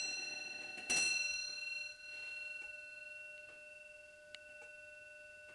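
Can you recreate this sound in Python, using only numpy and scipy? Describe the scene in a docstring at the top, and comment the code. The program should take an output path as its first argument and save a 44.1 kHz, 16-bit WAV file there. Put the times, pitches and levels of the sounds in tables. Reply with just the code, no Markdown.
"""A quiet room, close to a longcase clock. Its last stroke lands on a cast bell still ringing from the
one before. The striking train whirs, the hammer hits and chatters, the train locks; the split bell
modes beat and die away. The microphone sinks from the dial to the open trunk, through the bell's
standing waves, with soft hand bumps. A faint breathy swell passes. The seconds pendulum ticks
slightly out of beat."""
import sys
import numpy as np
from scipy import signal
from scipy.fft import rfft, irfft
from scipy.io import wavfile

SR = 44100
rng = np.random.default_rng(int(sys.argv[2]) if len(sys.argv) > 2 else 0)


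def dump_mix(stems):
    """Bounce the given channels to the path in sys.argv[1] as a 16-bit WAV at rate SR."""
    frames = np.atleast_2d(stems).T  # one column per channel
    limited = np.clip(frames, -1, 1)  # hard clip at full scale
    pcm = np.round(limited * 32767).astype(np.int16)
    wavfile.write(sys.argv[1], SR, pcm)


N = 244314
TIME = np.arange(N) / SR
TRAIN_LOCK_S = 1.044
# bright, broad spectrum of clatter and crackle: (frequency [Hz], level [dB])
BRIGHT_SPECTRUM = [(300, -2), (1500, -4), (3000, 0), (6000, -0.5), (10000, 1), (12000, -16)]


def from_db(db):
    """Decibels to gain."""
    return 10 ** (np.asarray(db) / 20)


def unit_rms(x):
    """Scale to rms 1."""
    return x / np.sqrt(np.mean(x ** 2) + 1e-20)


def lag(x, tau_s):
    """One-pole smoothing, starting settled."""
    pole = np.exp(-1 / (tau_s * SR))
    return signal.lfilter([1 - pole], [1, -pole], x, zi=[pole * x[0]])[0]


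def drift(corner_hz):
    """Low-passed random wander, rms 1."""
    bin_hz = np.arange(N // 2 + 1) * SR / N
    return unit_rms(irfft(rfft(rng.standard_normal(N)) / (1 + (bin_hz / corner_hz) ** 4), N))


def noise(spectrum):
    """Noise shaped by (frequency [Hz], level [dB]) rows, rms 1."""
    hz, db = np.transpose(spectrum)
    bin_hz = np.maximum(np.arange(N // 2 + 1) * SR / N, 1)
    gain = from_db(np.interp(np.log(bin_hz), np.log(hz), db))
    return unit_rms(irfft(rfft(rng.standard_normal(N)) * gain, N))


def decay(start_s, t60_s):
    """Gain that jumps to 1, then falls 60 dB per t60_s."""
    return (TIME >= start_s) * np.exp(-np.log(1000) * np.clip((TIME - start_s) / t60_s, 0, 10))


def ring(impulses, hz, t60_s):
    """Damped mode: a unit impulse starts a unit sine."""
    r = np.exp(-np.log(1000) / (t60_s * SR))
    w = 2 * np.pi * hz / SR
    return signal.lfilter([0, np.sin(w)], [1, -2 * r * np.cos(w), r * r], impulses + 1e-18)


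def resonance(x, hz, width_hz):
    """Two-pole band-pass, peak gain 1."""
    r = np.exp(-np.pi * width_hz / SR)
    w = 2 * np.pi * hz / SR
    return signal.lfilter(np.array([1, 0, -1]) * (1 - r * r) / 2, [1, -2 * r * np.cos(w), r * r], x)


def blows(hits, spectrum, t60_s, tail_db, tail_t60_s, rise_s, grit_db=0):
    """Hits (time [s], level [dB]) wake dense short modes; loose parts add grit, case and room a tail."""
    grit = unit_rms(from_db(grit_db * drift(600)))
    direct_power = sum(from_db(db) ** 2 * decay(s, t60_s) ** 2 for s, db in hits)
    tail_power = sum(from_db(db + tail_db) ** 2 * decay(s, tail_t60_s) ** 2 for s, db in hits)
    direct = grit * lag(np.sqrt(direct_power), rise_s)
    tail = lag(np.sqrt(tail_power), rise_s)
    return np.hypot(direct, tail) * noise(spectrum)


def background_hiss(level_db=-71.0):
    """Steady noise floor."""
    # hiss spectrum: (frequency [Hz], density [dB])
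    spectrum = [(25, 4), (60, 6), (90, 8.5), (140, -1), (250, -0.5), (400, -1), (1000, -8.5), (2300, -4.5),
                (3500, -5.5), (4100, -7.5), (4650, -1), (5500, -7), (10200, -8), (11300, -16.5),
                (12300, -25.5)]
    return from_db(level_db) * noise(spectrum)


def hand_bumps():
    """The hand shifts on the microphone housing: low thuds."""
    # hand shifts: (time [s], level [dB])
    bumps = [(1.30, -64), (2.64, -68)]
    # thud spectrum: (frequency [Hz], level [dB])
    spectrum = [(20, -6), (38, 7), (60, -1), (110, -19), (300, -60)]
    return blows(bumps, spectrum, t60_s=0.42, tail_db=-16, tail_t60_s=0.6, rise_s=0.015)


def soft_swell(start_s=2.06, attack_s=0.08, hold_s=0.11, release_s=0.34, level_db=-64.5, grain_db=1.5):
    """A faint, breathy swell of noise rises and fades."""
    # swell spectrum: (frequency [Hz], level [dB])
    spectrum = [(150, -10), (400, -1.5), (800, -1), (1400, -6.5), (2600, 5), (4000, -5.5), (9000, -13),
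                (12000, -30)]
    corners_s = start_s + np.cumsum([0, attack_s, hold_s, release_s])
    envelope = np.interp(TIME, corners_s, [0, 1, 1, 0])
    return envelope * from_db(level_db + grain_db * drift(60)) * noise(spectrum)


def dry_clicks():
    """Something small and hard snaps near the microphone."""
    # snaps: (time [s], level [dB])
    snaps = [(3.379, -54.5), (4.3461, -37.5)]
    # the object's modes: (frequency [Hz], gain [dB], t60 [s])
    modes = [(740, -24, 0.04), (1180, -17, 0.011), (2030, -4.5, 0.015), (2250, -9, 0.029), (2860, 2, 0.017),
             (3860, 1, 0.0069), (4480, -1, 0.0085), (6900, -9.5, 0.0061), (8550, -10.5, 0.0075)]
    impulses = np.zeros(N)
    for s, db in snaps:
        impulses[round(s * SR)] = from_db(db)
    return sum((-1) ** k * from_db(db) * ring(impulses, hz, t60) for k, (hz, db, t60) in enumerate(modes))


def faint_crackle(start_s=1.044, clicks_per_s=16, click_s=0.0021, level_db=-49, spread_db=3, t60_s=3.5):
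    """Faint, scattered high clicks fade away after the stroke."""
    impulses = (rng.random(N) < clicks_per_s / SR) * from_db(spread_db * rng.standard_normal(N))
    bursts = signal.lfilter([1], [1, -np.exp(-1 / (click_s * SR))], impulses + 1e-18)
    return from_db(level_db) * bursts * decay(start_s, t60_s) * noise(BRIGHT_SPECTRUM)


def escapement(period_s=2.0, tick_s=0.614, tock_s=1.486, tick_db=-57, tock_db=-67.5):
    """The escape wheel drops on two pallets in turn, unevenly; each has its own voice in the trunk."""
    # first pallet: (frequency [Hz], level [dB])
    tick_spectrum = [(120, -19), (300, -8), (410, -7), (480, 5), (580, -16), (740, -11), (835, 5),
                     (950, -13.5), (1700, -8), (2050, -20), (2320, -1), (3300, -20), (7800, -15.5),
                     (8750, -15), (10500, -35)]
    # second pallet: (frequency [Hz], level [dB])
    tock_spectrum = [(120, -12), (330, -4.5), (520, -4.5), (900, -13.5), (1200, -6.5), (1900, -11),
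                     (2500, -8.5), (3600, -18.5), (9000, -27), (12000, -56)]
    swings_s = np.arange(0, N / SR, period_s)
    ticks = [(tick_s + s, tick_db) for s in swings_s]
    tocks = [(tock_s + s, tock_db) for s in swings_s]
    return (blows(ticks, tick_spectrum, t60_s=0.19, tail_db=-8, tail_t60_s=0.19, rise_s=0.0045)
            + blows(tocks, tock_spectrum, t60_s=0.46, tail_db=3.5, tail_t60_s=0.47, rise_s=0.00057))


def striking_train(mesh_hz=35.9, level_db=-61, throb_db=1.5, run_down_t60_s=0.86):
    """Wheel teeth mesh at the pace the fly allows and shake the wooden hood until the train locks."""
    # hood resonances: (frequency [Hz], nominal width [Hz], gain [dB])
    modes = [(139, 35, -5.5), (244, 55, -2.5), (292, 29, 2), (346, 33, 4), (406, 67, -6), (713, 16, -1),
             (753, 25, 5), (784, 41, -2), (1880, 190, -5), (2250, 870, -9)]
    tooth_hz = mesh_hz * (1 + 0.006 * drift(5))
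    contacts = np.diff(np.floor(np.cumsum(tooth_hz) / SR), prepend=0)
    teeth = signal.sosfilt(signal.butter(4, 1000, fs=SR, output="sos"), unit_rms(contacts))
    rattle = rng.standard_normal(N)
    hood = np.zeros(N)
    for hz, width_hz, db in modes:
        first_pass = resonance(teeth + rattle, hz, 2 * width_hz)
        hood += from_db(db) * resonance(first_pass, hz, 2 * width_hz)
    running = np.maximum(TIME < TRAIN_LOCK_S, decay(TRAIN_LOCK_S, run_down_t60_s))
    return running * from_db(level_db + throb_db * drift(20)) * unit_rms(hood)


def lever_knocks():
    """Levers and hammer stop thump the seat board and clatter in the steelwork."""
    # knocks: (time [s], board level [dB], steel level [dB])
    knocks = [(0.772, -47.5, -53.5), (0.8955, -41.5, -37), (0.911, -42.5, -62), (.938, -64, -44.5),
              (0.961, -45.5, -37.5), (.98, -50, -45), (1.022, -67, -48), (1.055, -56, -48),
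              (4.487, -65.5, -85)]
    # seat board spectrum: (frequency [Hz], level [dB])
    board_spectrum = [(25, -42), (60, -29), (130, -15), (220, -1.5), (340, 0), (460, -7), (610, -9.5),
                      (760, 4), (950, -35), (1350, -16), (1850, -7), (2200, -12), (2900, -1.5), (3600, -44),
                      (8000, -47)]
    board = blows([(s, db) for s, db, _ in knocks], board_spectrum,
                  t60_s=0.2, tail_db=-11, tail_t60_s=0.74, rise_s=0.0021)
    steel = blows([(s, db) for s, _, db in knocks], BRIGHT_SPECTRUM,
                  t60_s=0.099, tail_db=-13.5, tail_t60_s=1.0, rise_s=0.003, grit_db=0.5)
    return board + steel


def ring_hiss(chime, gain_db=-18):
    """A fine hiss rides on the ringing and fades with its high partials."""
    # hiss spectrum: (frequency [Hz], density [dB])
    spectrum = [(40, -11), (200, -10.5), (600, -5), (4000, -10.5), (9500, -8), (11000, -10.5), (12300, -67)]
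    brightness = np.sqrt(lag(np.gradient(chime) ** 2, tau_s=0.01))
    peak = brightness.max()
    envelope = peak * (brightness / peak) ** 0.8
    return from_db(gain_db) * envelope * noise(spectrum)


def standing_wave(drop_cm, wave, dial_reach_cm=9.95, last_stroke_s=0.897):
    """Gain of one bell mode as the microphone leaves the dial and passes nodes and antinodes."""
    spacing_cm, node_cm, depth_db, antinode_db, dial_db, earlier_db = wave
    off_node = np.sin(np.pi * (drop_cm - node_cm) / spacing_cm) ** 2
    pattern = np.sqrt(off_node + from_db(depth_db) ** 2 * (1 - off_node))
    near_dial = np.clip(1 - drop_cm / dial_reach_cm, 0, 1)
    return pattern * from_db(antinode_db + dial_db * near_dial + earlier_db * (TIME < last_stroke_s))


def bell(rise_s=0.0029, waver_db=4.3, waver_hz=10.7):
    """Hammer contacts top up the bell's modes; light rebounds reach only the high ones."""
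    # bell modes, mostly split pairs that beat: (frequency [Hz], level [dB], t60 [s])
    modes = [(601.2, -64, 76), (1490.6, -59, 90), (2700.3, -44, 20), (2721.8, -45, 8), (4149.3, -44, 3.2),
             (4185.1, -44, 3.5), (5815, -42, 2.1), (1526.7, -67, 13), (5892, -44.5, 1.7), (597.9, -75, 30),
             (7445, -61, .5), (7736, -48, .7), (7792, -55, .95), (8697, -47.5, .32), (8876, -48.5, .23),
             (9635, -60, .3), (9900, -50.5, .28), (10200, -64, .4)]
    # hammer contacts: (time [s], strength [dB], lowest fully driven frequency [Hz])
    contacts = [(-.2, 0, 100), (-.1, -2, 7600), (.897, 0, 100), (.964, .5, 5500), (1.022, 1, 8400)]
    # microphone path: (time [s], drop below the dial [cm])
    path = [(0, 0), (.9, 0.63), (1.4, 5), (1.65, 8), (2, 12), (2.35, 13.5), (2.85, 16.5), (3.7, 22.5),
            (4.25, 26.5), (4.65, 29.5), (5.54, 30.5)]
    # room patterns of the first nine modes: (node spacing [cm], node position [cm], node depth [dB],
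    # antinode gain [dB], offset at the dial [dB], offset of the earlier stroke [dB])
    waves = [(34.3, 10.6, -9, 4.5, -8, 3), (14.74, 8.8, -5.5, 1.3, 0.2, -4.5),
             (6.93, 5.63, -14.5, -3.5, 13, -10.5), (5.146, 1.165, -27, 10, -8.5, 2.5),
             (19.9, 1.4, -21, 8.5, 10, -2.1), (3.865, 3.92, -17, 10.5, -6, 3),
             (5.6, 2.45, -8, 9.5, -7.1, -3), (15.7, 2.6, -9, 5, -1.6, 1.8),
             (3.86, 0.46, -3.5, -7.5, 12.5, -2.5)]
    # woodwork and the hanging weights screening the bell on the way down: (drop [cm], width [cm], tilt
    # [dB/kHz])
    screens = [(9.03, 5.06, -1.05), (11.73, .4, -2), (24.6, 2.3, -1.36)]
    drop_cm = np.interp(TIME, *np.transpose(path))
    tilt_db_per_khz = sum(tilt * np.exp(-((drop_cm - cm) / width) ** 2) for cm, width, tilt in screens)
    chime = np.zeros(N)
    for k, (hz, level_db, t60_s) in enumerate(modes):
        ringdowns = [from_db(db) * min(1, hz / low_hz) ** 8 * decay(s, t60_s)
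                     for s, db, low_hz in contacts]
        if k < len(waves):
            room_gain = standing_wave(drop_cm, waves[k])
        else:
            room_gain = from_db(waver_db * drift(waver_hz))
        envelope = lag(np.max(ringdowns, axis=0) * room_gain, rise_s)
        screen_db = tilt_db_per_khz * hz / 1000
        tone = np.sqrt(2) * np.sin(2 * np.pi * (hz * TIME + rng.random()))
        chime += envelope * from_db(level_db + screen_db) * tone
    return chime


def scene():
    """Bell and movement over faint background noises, mono."""
    chime = bell()
    background = background_hiss() + hand_bumps() + soft_swell() + dry_clicks()
    movement = striking_train() + lever_knocks() + escapement()
    return (background + faint_crackle() + movement + ring_hiss(chime) + chime)[None]


def record(dry):
    """Steep elliptic low-pass at 12 kHz."""
    return signal.sosfilt(signal.ellip(10, 0.1, 70, 12000, fs=SR, output="sos"), dry)


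dry = scene()
out = record(dry)
dump_mix(out)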